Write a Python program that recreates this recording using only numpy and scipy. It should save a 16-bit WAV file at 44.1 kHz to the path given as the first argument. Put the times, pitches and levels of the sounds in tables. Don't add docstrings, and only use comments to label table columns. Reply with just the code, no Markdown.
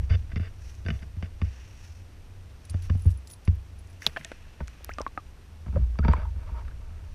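import sys
import numpy as np
from scipy import signal
from scipy.fft import rfft, irfft
from scipy.io import wavfile
from scipy.ndimage import uniform_filter1d

SR = 44100
rng = np.random.default_rng(int(sys.argv[2]) if len(sys.argv) > 2 else 0)


def to_wav(s):
    ch = np.atleast_2d(s).T
    pcm = np.round(np.clip(ch, -1, 1) * 32767)
    wavfile.write(sys.argv[1], SR, pcm.astype(np.int16))


def invert_db(level):
    return 10 ** (np.asarray(level, dtype=float) / 20)


N = 314874
DIVE_S = 4.3
PING_WIDTH, SNAP_WIDTH = 0.09, 0.8

# t/s, shell crack level/dB, thud level/dB, upper bending tone against lower/dB
BLOWS = [(-0.022, -80, -25, -10), (0.022, -66, -39, 9), (0.0986, -64, -15, 5), (0.1324, -58, -22.5, 6),
         (0.329, -45, -34.5, 13), (0.359, -27.5, -24.5, 8.5), (0.396, -36.5, -25.5, 10.5),
         (0.850, -40, -27, 1), (0.862, -29, -49, -9), (0.884, -24.5, -29.5, 4), (0.903, -24.5, -25.5, -8),
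         (0.945, -62, -37, 21), (1.022, -42, -36, 4), (1.055, -63, -39.5, 7), (1.166, -50, -31.5, 10),
         (1.225, -29.5, -35.5, 19), (1.416, -28, -19, -0.5), (1.881, -73, -37.5, 3.5),
         (2.7, -58, -29.5, -4), (2.742, -38, -26, 13.5), (2.8975, -29, -16, 0), (2.931, -58, -34.5, 23),
         (2.951, -48, -29, 14), (3.0555, -49, -12, 6), (3.476, -28.5, -14.5, 5.5)]
# t/s, crack level/dB, thud level/dB, upper against lower/dB
WET_BLOWS = [(4.0648, -19, -41, 1), (4.604, -32, -27.5, -0.5), (5.0, -60, -40, 0), (5.249, -61, -40.5, 1),
             (5.662, -42, -32, 9), (5.681, -43.5, -24, 4), (5.726, -44, -24, 2), (5.7539, -43, -23, 9.5),
             (5.775, -43, -21, 8), (5.809, -72, -15.5, -1), (5.988, -24.5, -17, 3), (6.03, -51, -17, 2),
             (6.039, -31, -31, 1), (6.048, -22, -17, -2.5), (6.0815, -15.5, -14, 5.5),
             (6.131, -26.5, -45, -2), (6.176, -37, -32, 3), (6.36, -48, -30, -5), (6.513, -55, -27.5, -7),
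             (6.628, -69, -33.5, 3), (6.904, -56, -46, 3)]


def evened(x):
    return x / np.sqrt(np.mean(x ** 2) + 1e-20)


def add(mix, s, sound):
    at = round(s * SR)
    heard = sound[max(-at, 0):]
    part = mix[max(at, 0):][:len(heard)]
    part += heard[:len(part)]


def resonate(x, hz, width):
    r = np.exp(-np.pi * width / SR)
    return (1 - r) * signal.lfilter([1, 0, -1], [1, -2 * r * np.cos(2 * np.pi * hz / SR), r * r], x)


def twice(x, hz, width):
    return resonate(resonate(x, hz, width), hz, 0.5 * width)


def burst(db, hz, t60, width, leak=0.04):
    t = np.arange(2500) / SR
    spray = rng.standard_normal(len(t)) * invert_db(-60 * t / t60)
    spray[0] += 8.0
    spray = twice(spray, hz, width) + leak * uniform_filter1d(spray, size=7)
    return invert_db(db) * spray / abs(spray).max()


def soft_start(t, rise):
    return np.sin(np.pi / 2 * np.minimum(t / rise, 1)) ** 2


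def ring(modes, pitch, t):
    return sum(weight * invert_db(-60 * t / t60) * np.sin(2 * np.pi * hz * pitch * t) for hz, weight, t60 in modes)


def pole():
    # f/Hz, signed weight, t60/s
    bends = [(65.08, 1, 0.41), (89.3, -1.67, 0.2)]
    # f/Hz, signed weight, t60/s
    stiff_bends = [(150.5, -1.45, 0.092), (234.7, 0.56, 0.094), (429.5, -0.47, 0.028)]
    # t/s, level/dB, pitch ratio
    knocks = [(0.104, -36, 1), (0.125, -36, 1), (2.951, -36, 1), (3.0545, -29, 1.05), (3.068, -33, 1.1),
              (3.482, -33, 1), (4.2, -43, 1), (5.748, -29, .9), (5.773, -27, .9), (5.795, -31, .9)]
    # t/s, level/dB
    grip = [(0.0, -23.5), (0.12, -38), (1.11, -44), (1.95, -47.5), (2.66, -47.5), (2.95, -33.5),
            (3.22, -51.5), (3.52, -49), (3.66, -49), (4.26, -48.5), (4.62, -48.5), (4.74, -57.5),
            (4.9, -46.5), (5.68, -47), (5.83, -35), (6.5, -35.5), (6.78, -37.5), (7.14, -36)]
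    wet_pitch, wet_upper = 0.885, 0.965
    rise_s, slowest_s = 0.0038, 0.015
    out, t = np.zeros(N), np.arange(SR // 2) / SR

    for s, crack_db, db, upper_db in BLOWS + WET_BLOWS:
        wet = s > DIVE_S
        pitch = wet_pitch if wet else 1
        low = ring(bends[:1], pitch, t)
        high = ring(bends[1:], pitch * (wet_upper if wet else 1), t)
        hard_db = min(1 + 0.69 * (crack_db - db), 7.5)
        body = invert_db(-upper_db / 2) * low + invert_db(upper_db / 2) * high
        body = body + invert_db(hard_db) * ring(stiff_bends, 0.955, t)
        rise = np.clip(rise_s * invert_db(0.32 * (db - crack_db - 15)), rise_s, slowest_s)
        add(out, s + 0.004, invert_db(db - 2.0) * body * soft_start(t, rise))
    for s, db, pitch in knocks:
        add(out, s, invert_db(db) * ring(stiff_bends, pitch, t) * soft_start(t, rise_s))

    now = np.arange(N) / SR
    shake = rng.standard_normal(N)
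    in_air = sum(resonate(resonate(shake, hz, 4.9), hz, 32.0) for hz, _, _ in bends)
    in_water = sum(resonate(resonate(shake, hz * wet_pitch, 2.7), hz, 42) for hz, _, _ in bends)
    dipped = np.clip((now - DIVE_S) / 0.05, 0, 1)
    hum = np.sqrt(dipped) * evened(in_water) + np.sqrt(1 - dipped) * evened(in_air)
    hum = hum + invert_db(-41.5) * evened(resonate(resonate(shake, 150, 150), 130, 360))

    sway = evened(resonate(resonate(rng.standard_normal(N), 18.6, 24), 20.7, 27))
    tremor = invert_db(np.interp(now, *np.transpose(grip)))
    thrown = uniform_filter1d(abs(out), round(0.039 * SR))
    return out + tremor * hum + (invert_db(-4) * tremor + invert_db(-18) * thrown) * sway


def shell(drive):
    # f/Hz, width/Hz, level/dB
    air_modes = [(437, 45, 13), (664, 51, 12.5), (1150, 190, 4.5), (1560, 144, 8.5), (1790, 125, 10),
                 (2090, 330, 7), (2730, 250, 7.5), (2970, 136, 6), (3530, 91, 4), (4700, 145, 1),
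                 (5650, 890, -9.5)]
    # f/Hz, width/Hz, level/dB
    water_modes = [(438, 90, 3), (630, 60, 7), (920, 50, 8.5), (1170, 56, 2.5), (1280, 44, 6.5),
                   (1530, 320, -1.5), (2320, 200, -5), (2730, 140, -9.5), (3480, 400, -18),
                   (4666, 120, -13), (5800, 170, -22)]
    wet = np.arange(N) / SR > DIVE_S
    out = np.zeros(N)
    for part, modes in ((drive * ~wet, air_modes), (drive * wet, water_modes)):
        gain = np.sqrt(sum(invert_db(2 * db) * w for _, w, db in modes) * np.pi / SR)
        for k, (hz, w, db) in enumerate(modes):
            out += (-1) ** k * invert_db(db) * resonate(part, hz, w) / gain
    return signal.sosfilt(signal.butter(3, 6500, fs=SR, output="sos"), out)


def contact():
    # start t/s, length/s, level/dB
    rubs = [(0.024, 0.025, -59), (0.09, 0.073, -41), (0.178, 0.035, -72), (0.314, 0.012, -49),
            (0.29, 0.025, -60), (0.366, 0.015, -47.5), (0.393, 0.099, -50.5), (0.86, 0.11, -59),
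            (0.907, 0.14, -63.5), (1.024, 0.014, -56), (1.226, 0.044, -54), (1.433, 0.054, -57),
            (2.84, 0.026, -56), (4.037, 0.026, -49), (4.076, 0.023, -50.5), (5.656, 0.04, -64),
            (5.732, 0.021, -60), (6.02, 0.13, -47.5), (6.134, 0.11, -46.5), (6.085, 0.04, -46),
            (6.22, 0.045, -58), (6.54, 0.06, -61), (3.06, 0.04, -60), (5.77, 0.08, -60),
            (6.366, 0.119, -57.5), (6.457, 0.17, -57), (6.615, 0.13, -66), (6.758, 0.36, -64)]
    loudness, strikes, t = np.zeros(N), np.zeros(N), np.arange(1500) / SR
    for s, crack_db, _, _ in BLOWS + WET_BLOWS:
        add(loudness, s, invert_db(crack_db - 7.5 - 60 * t / 0.03))
        add(strikes, s, invert_db(crack_db + 12) * signal.windows.hann(7) / 3)
    grain = invert_db(2.8 * evened(uniform_filter1d(rng.standard_normal(N), 45)))
    for s, length, db in rubs:
        stroke = signal.windows.tukey(round(length * SR), 0.3)
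        add(loudness, s, invert_db(db) * stroke * grain[round(s * SR):][:len(stroke)])
    return shell(loudness * rng.standard_normal(N) + strikes)


def tags():
    # t/s, peak level/dB, click level/dB, t60/s, f/Hz
    clinks = [(2.6518, -42.5, -54, 0.033, 9900), (2.6968, -37.5, -45, 0.028, 10300),
              (2.706, -36, -56, 0.023, 9900), (2.822, -51.5, -52, 0.05, 10100),
              (2.975, -56, -64, 0.03, 10000), (2.995, -55, -62, 0.03, 9700), (3.021, -54, -62, 0.03, 10600),
              (3.036, -55, -64, 0.03, 9800), (3.046, -55, -62, 0.03, 10000), (3.066, -52, -60, 0.03, 10300),
              (3.14, -61, -64, 0.06, 10100), (2.855, -58, -58, 0.03, 10300), (3.057, -48, -63, 0.027, 9530),
              (3.1038, -49, -54, 0.048, 10700), (3.1134, -56.5, -56, 0.06, 9800),
              (3.1727, -52.5, -69, 0.046, 10000), (3.273, -46, -49, 0.04, 10100),
              (3.3002, -45, -49.5, 0.12, 9970), (3.311, -45, -53, 0.1, 10000),
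              (3.3354, -38, -52, 0.032, 10000), (3.4511, -49, -55, 0.048, 10140),
              (3.788, -57, -62, 0.063, 10200), (3.872, -56, -61, 0.051, 10000),
              (3.9, -55, -68, 0.092, 10100), (3.93, -70, -63, 0.06, 10300)]
    # pitch ratio, level/dB
    disc_tones = [(0.993, 4), (0.94, -12), (0.58, -28), (0.31, -23)]
    # t/s, peak level/dB, f/Hz, t60/s
    pings = [(2.697, -39.5, 8900, 0.044), (2.940, -52, 4450, 0.038), (3.060, -49, 10600, .03)]
    out, t = np.zeros(N), np.arange(6000) / SR
    for s, db, click_db, t60, hz in clinks:
        tone = invert_db(click_db - 14 + 3.0) * np.sin(2 * np.pi * 13900 * t)
        for ratio, tone_db in disc_tones:
            luck = rng.standard_normal()
            tone += invert_db(db - 5.5 + tone_db + 3.9 * luck) * np.sin(2 * np.pi * hz * ratio * t + luck)
        slow = uniform_filter1d(uniform_filter1d(rng.standard_normal(len(t)), 90), 90)
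        rattle = invert_db(3.0 * evened(slow))
        click = twice(rng.standard_normal(len(t)) * invert_db(click_db - 60 * t / 0.03), 4200, 8000)
        add(out, s, invert_db(-60 * t / t60) * tone * rattle * np.minimum(t / 0.0009, 1) + 2.06 * click)
    for s, db, hz, t60 in pings:
        add(out, s, burst(db, hz, t60, PING_WIDTH * hz))
    return out


def splashes():
    # t/s, peak level/dB, centre f/Hz, t60/s
    ticks = [(3.556, -50, 12200, 0.0087), (4.021, -36, 5540, 0.012), (4.0653, -20, 5600, 0.004),
             (4.0668, -20, 3200, 0.014), (4.0655, -20, 2700, 0.005), (4.248, -26, 7000, 0.0036),
             (4.846, -24.5, 11700, 0.0021), (4.900, -47, 13200, 0.0049), (4.937, -35.5, 5460, 0.01),
             (5.016, -29.5, 5360, 0.007), (6.134, -41, 7300, 0.0081)]
    # t/s, peak level/dB, centre f/Hz, t60/s
    slaps = [(0.0, -44, 1500, 0.006), (4.893, -35, 2200, 0.014), (4.985, -32, 2300, 0.014),
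             (4.846, -43, 1200, 0.012), (0.752, -43, 5800, 0.01), (0.992, -48, 2600, 0.01),
             (4.681, -35, 1540, 0.012), (4.173, -45, 2700, 0.025), (4.073, -22, 2940, 0.0063),
             (4.247, -25, 2400, 0.021), (4.317, -32, 1600, 0.025), (4.675, -39, 3500, 0.009),
             (4.680, -35.5, 5360, 0.0087), (4.842, -42, 2860, 0.018), (4.846, -30.5, 4870, 0.0041),
             (4.908, -47, 7000, .006), (4.985, -39, 3970, 0.0066), (4.999, -42, 4430, 0.0072),
             (4.999, -38, 2600, 0.012), (5.016, -42, 2000, 0.01), (5.078, -40, 2600, 0.01),
             (1.456, -48, 2300, 0.015), (6.123, -46, 2970, 0.012)]
    out = np.zeros(N)
    for rows, share in ((ticks, 0.4), (slaps, 0.95)):
        for s, db, hz, t60 in rows:
            add(out, s, burst(db, hz, t60, share * hz))
    return out


def bubbles():
    # t/s, peak level/dB, f/Hz, t60/s, mean glide over the first 27 ms/(octaves a second)
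    clear_bubbles = [(4.163, -30, 1634, 0.024, -6), (4.1687, -23, 1550, 0.013, -4),
                     (4.170, -26, 1760, 0.018, 0), (4.172, -31.5, 658, .045, -1),
                     (4.174, -37, 2750, 0.015, 1), (4.250, -45.5, 657, 0.072, 2),
                     (4.251, -36.5, 1820, 0.03, 4), (4.985, -25, 1200, 0.03, 0),
                     (5.065, -21.5, 1100, 0.034, 2), (5.176, -21.5, 1260, 0.028, -2),
                     (5.956, -45.5, 1100, 0.025, 5), (5.990, -45, 1170, 0.05, -2),
                     (6.136, -18, 1030, 0.027, -6), (6.166, -38.5, 2230, 0.025, 8),
                     (6.545, -44, 925, 0.12, 0), (6.59, -43, 925, 0.05, 0), (5.771, -30, 640, 0.045, -4)]
    # t/s, peak level/dB, f/Hz,
    # t60/s
    gulps = [(4.02, -37, 1760, 0.048), (4.211, -37, 1660, 0.02), (4.317, -33, 500, 0.025),
             (4.605, -44, 1500, 0.036), (4.808, -44.5, 467, 0.052), (4.893, -30, 1250, 0.025),
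             (5.74, -44, 500, 0.04), (5.006, -24, 600, 0.014), (5.009, -36, 1000, 0.06),
             (1.416, -35, 1100, 0.025), (2.897, -36, 1150, 0.025), (2.742, -40, 620, 0.04),
             (2.951, -43, 560, 0.04), (3.054, -44, 480, 0.03), (0.318, -42, 1550, 0.03),
             (5.177, -28, 754, 0.023), (5.758, -38, 1280, 0.037), (6.25, -43.5, 920, 0.13),
             (6.62, -47, 930, 0.05), (6.49, -46, 930, 0.099), (6.585, -45.5, 935, 0.11),
             (6.679, -43, 1340, 0.042), (6.61, -45, 1510, 0.035), (6.651, -49, 1480, 0.035),
             (6.712, -50, 1520, 0.03), (4.8925, -33, 600, 0.02), (4.985, -31, 680, 0.018),
             (4.067, -31, 1700, 0.016), (4.163, -32, 1600, 0.03), (3.476, -35, 1050, 0.025),
             (1.226, -42, 700, 0.03), (0.862, -40, 330, 0.05)]
    out, t = np.zeros(N), np.arange(2500) / SR
    events = [(*row, 0.11) for row in clear_bubbles] + [(*row, 0, 0.6) for row in gulps]
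    push = -np.sin(2 * np.pi * 300 * t) * invert_db(-60 * t / 0.024) * np.minimum(t / 0.0037, 1)
    for s, db, hz, t60, glide, rough in events:
        turns = np.cumsum(hz * 2 ** np.clip(glide * t * t / 0.027, -1, 2)) / SR
        clean = -np.sin(2 * np.pi * turns) * np.clip((48 - turns) / 5, 0, 1)
        torn = evened(twice(rng.standard_normal(len(t)), hz, 0.8 * hz))
        fade = invert_db(-60 * (t / t60) ** 1.1) * np.minimum(t / 0.001, 1)
        pop = ((1 - rough) * clean + rough * torn) * fade
        cycle = np.minimum(1.003 * hz * t, 1)
        pinch = -np.sin(2 * np.pi * cycle) * np.sin(np.pi * cycle)
        add(out, s, invert_db(db) * (pop + 1.2 * pinch + 0.5 * push))
    return out


def held_bubbles():
    # t/s, level/dB, f/Hz, life/s, glide over the life/octaves
    ringing_on = [(4.895, -41, 1270, 0.029, 1.35), (4.992, -37, 1150, 0.014, 0.15),
                  (4.175, -46, 2750, 0.008, 0.05), (5.18, -46, 1200, 0.022, -0.05),
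                  (5.762, -25, 520, 0.012, 0.35), (4.0654, -6.5, 3950, 0.0014, -0.2)]
    out = np.zeros(N)
    for s, db, hz, life, octaves in ringing_on:
        age = np.arange(round(life * SR)) / (life * SR)
        turns = np.cumsum(hz * 2 ** (octaves * age ** 2)) / SR
        add(out, s, invert_db(db) * signal.windows.tukey(len(age), 0.4) * np.sin(2 * np.pi * turns))
    return out


def specks():
    # t/s, peak level/dB, centre f/Hz, t60/s
    snaps = [(3.274, -41, 4800, 0.012), (3.299, -52, 2700, 0.012), (3.331, -50, 6200, 0.007),
             (3.337, -48, 6200, 0.008), (4.0205, -44, 11500, 0.005), (4.0655, -23, 13000, 0.004),
             (4.0655, -22, 9500, 0.004), (4.073, -34, 12500, 0.004), (4.073, -30, 8500, 0.004),
             (4.173, -38, 2500, 0.02), (4.6805, -40, 7000, 0.006), (4.846, -36, 5900, 0.006),
             (5.016, -36, 4500, 0.008), (5.016, -41, 6800, 0.005), (4.999, -42, 6500, 0.005),
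             (5.022, -42, 900, 0.03), (6.04, -38, 1600, 0.015), (6.124, -40, 2500, 0.012),
             (6.134, -33, 2300, 0.014), (0.041, -48, 1800, 0.012), (0.195, -50, 2900, 0.012),
             (4.074, -32, 5600, 0.012), (4.9, -47, 5000, 0.006), (4.82, -52, 3200, 0.01),
             (4.675, -42, 5800, 0.006), (6.124, -44, 3500, 0.008)]
    # t/s, peak level/dB, f/Hz, t60/s
    small_rings = [(3.275, -55, 7600, 0.08), (3.294, -52, 10000, 0.03), (3.312, -52, 7000, 0.04),
                   (3.315, -50, 13900, 0.05), (3.331, -43, 10000, 0.025), (3.3365, -39, 10100, 0.03),
                   (5.988, -47, 4670, 0.015), (5.988, -50, 5800, 0.02), (6.026, -40, 1430, 0.04),
                   (6.11, -54, 4670, 0.03), (6.252, -46, 920, 0.08), (0.885, -34, 1540, 0.025),
                   (0.863, -38, 1540, 0.025), (0.904, -36, 2900, 0.02), (0.362, -38, 2030, 0.04),
                   (4.607, -44, 1500, 0.015), (0.1, -48, 4700, 0.15), (0.125, -49, 4700, 0.1)]
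    # t/s, peak level/dB, centre f/Hz, t60/s
    hollows = [(0.11, -44, 450, 0.12), (2.746, -43, 480, 0.06), (2.9, -40, 560, 0.06),
               (2.952, -48, 450, 0.06), (3.057, -38, 380, 0.07), (3.479, -44, 400, 0.07),
               (4.608, -37, 450, 0.06), (4.066, -30, 750, 0.02), (5.664, -42, 600, 0.04),
               (6.15, -40, 750, 0.25), (4.172, -38, 1100, 0.03), (5.008, -35, 800, 0.05)]
    out = np.zeros(N)
    for rows, share, leak in ((snaps, SNAP_WIDTH, 0.02), (small_rings, PING_WIDTH, 0), (hollows, SNAP_WIDTH, 0)):
        for s, db, hz, t60 in rows:
            add(out, s, burst(db, hz, t60, share * hz, leak))
    return out


def rustle():
    # centre t/s, half length/s, level/dB, colour (0 dull to 2 bright)
    swishes = [(0.05, 0.03, -68, 0.55), (0.19, 0.05, -63, 0.37), (0.69, 0.17, -61.5, 0.62),
               (0.94, 0.15, -65, 1), (1.582, 0.25, -59, 0.1), (1.835, 0.26, -61, 0.54),
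               (2.87, 0.46, -63, 0.16), (2.85, 0.042, -57, 1), (3.02, 0.13, -66.5, 2.0),
               (3.31, 0.068, -66, 1.6), (3.11, 0.03, -62, 2.2), (4.045, 0.05, -51, 0.51),
               (4.055, 0.065, -59.5, 2.6), (4.216, 0.28, -55.5, -0.38), (4.45, 0.75, -61, -0.56),
               (4.864, 0.36, -60, -0.46), (4.2, 0.2, -68, 2.2)]
    # f/Hz, width/Hz, level/dB
    dull_band = [(1640, 2660, 5.7), (2475, 840, 3.5)]
    middle_band = [(4600, 2500, -6.5), (5610, 1800, 1.5)]
    bright_band = [(8160, 2500, 0), (10300, 1800, 3), (13300, 2500, -3)]
    steady_db = (-71, -76.5, -89)
    t, out = np.arange(N) / SR, np.zeros(N)
    flicker = invert_db(2.2 * evened(uniform_filter1d(rng.standard_normal(N), 400)))
    for k, band in enumerate((dull_band, middle_band, bright_band)):
        strength = invert_db(2 * steady_db[k]) * np.ones(N)
        for s, half, db, colour in swishes:
            band_db = db - 6 * (k - colour) ** 2
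            strength += invert_db(2 * band_db) * np.maximum(1 - abs(t - s) / half, 0) ** 2
        noise = rng.standard_normal(N)
        out += np.sqrt(strength) * flicker * evened(sum(invert_db(db) * twice(noise, hz, w) for hz, w, db in band))
    return out


def electronics():
    # f/Hz, level/(dB per Hz)
    hiss_colour = [(59, -17.5), (100, -5.5), (313, -16.5), (5070, -34), (5760, -36.5), (8240, -39),
                   (8780, -42.5), (12100, -42), (13400, -56), (14600, -46), (14950, -52), (15050, -74)]
    # f/Hz, peak level/dB
    whines = [(2930, -82), (5860, -81), (8781, -77), (11718, -80), (14625, -84.5)]
    t = np.arange(N) / SR
    f, db = np.transpose(hiss_colour)
    bins = np.fft.rfftfreq(N, 1 / SR)
    colour = invert_db(np.interp(np.log(bins + 1), np.log(f), db))
    out = invert_db(-56.5) * evened(irfft(rfft(rng.standard_normal(N)) * colour, N))
    drift = 0.51 * np.cumsum(rng.standard_normal(N)) / np.sqrt(SR)
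    for hz, whine_db in whines:
        out += invert_db(whine_db + 0.1) * np.sin(2 * np.pi * hz * t + hz / 2930 * drift)
    return out


def scene():
    knocked = pole() + contact() + tags()
    wet = splashes() + bubbles() + held_bubbles()
    return (knocked + wet + specks() + rustle() + electronics())[None]


def roll_off(x):
    return signal.sosfilt(signal.butter(12, 15700, fs=SR, output="sos"), x)


def record(dry):
    # start t/s, length/s
    thin_moments = [(0.09, .012), (0.308, .058), (0.543, .038), (0.845, .05), (1.226, .018), (1.397, .02),
                    (2.664, .029), (2.718, .061), (2.89, .035), (3.465, .03), (3.566, .017), (4.147, .02),
                    (4.232, .012), (4.296, .045), (4.854, .03), (4.91, .02), (4.949, .03), (5.175, .014),
                    (5.696, .014), (5.864, .047), (5.93, .03), (5.97, .025), (6.347, .05), (6.65, .03),
                    (6.74, .025), (6.858, .14), (7.099, .028)]
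    gap = np.zeros(N)
    for s, length in thin_moments:
        add(gap, s, np.ones(round(length * SR)))
    top_filter = signal.firwin(401, 12900, fs=SR, pass_zero=False)
    top = signal.oaconvolve(dry, top_filter[None], "same")
    kept = dry - 0.8 * uniform_filter1d(gap, size=200) * top
    edge = signal.firwin(301, 15700, fs=SR)
    mix = signal.oaconvolve(kept, edge[None], "same")
    return roll_off(mix)


dry = scene()
out = record(dry)
to_wav(out)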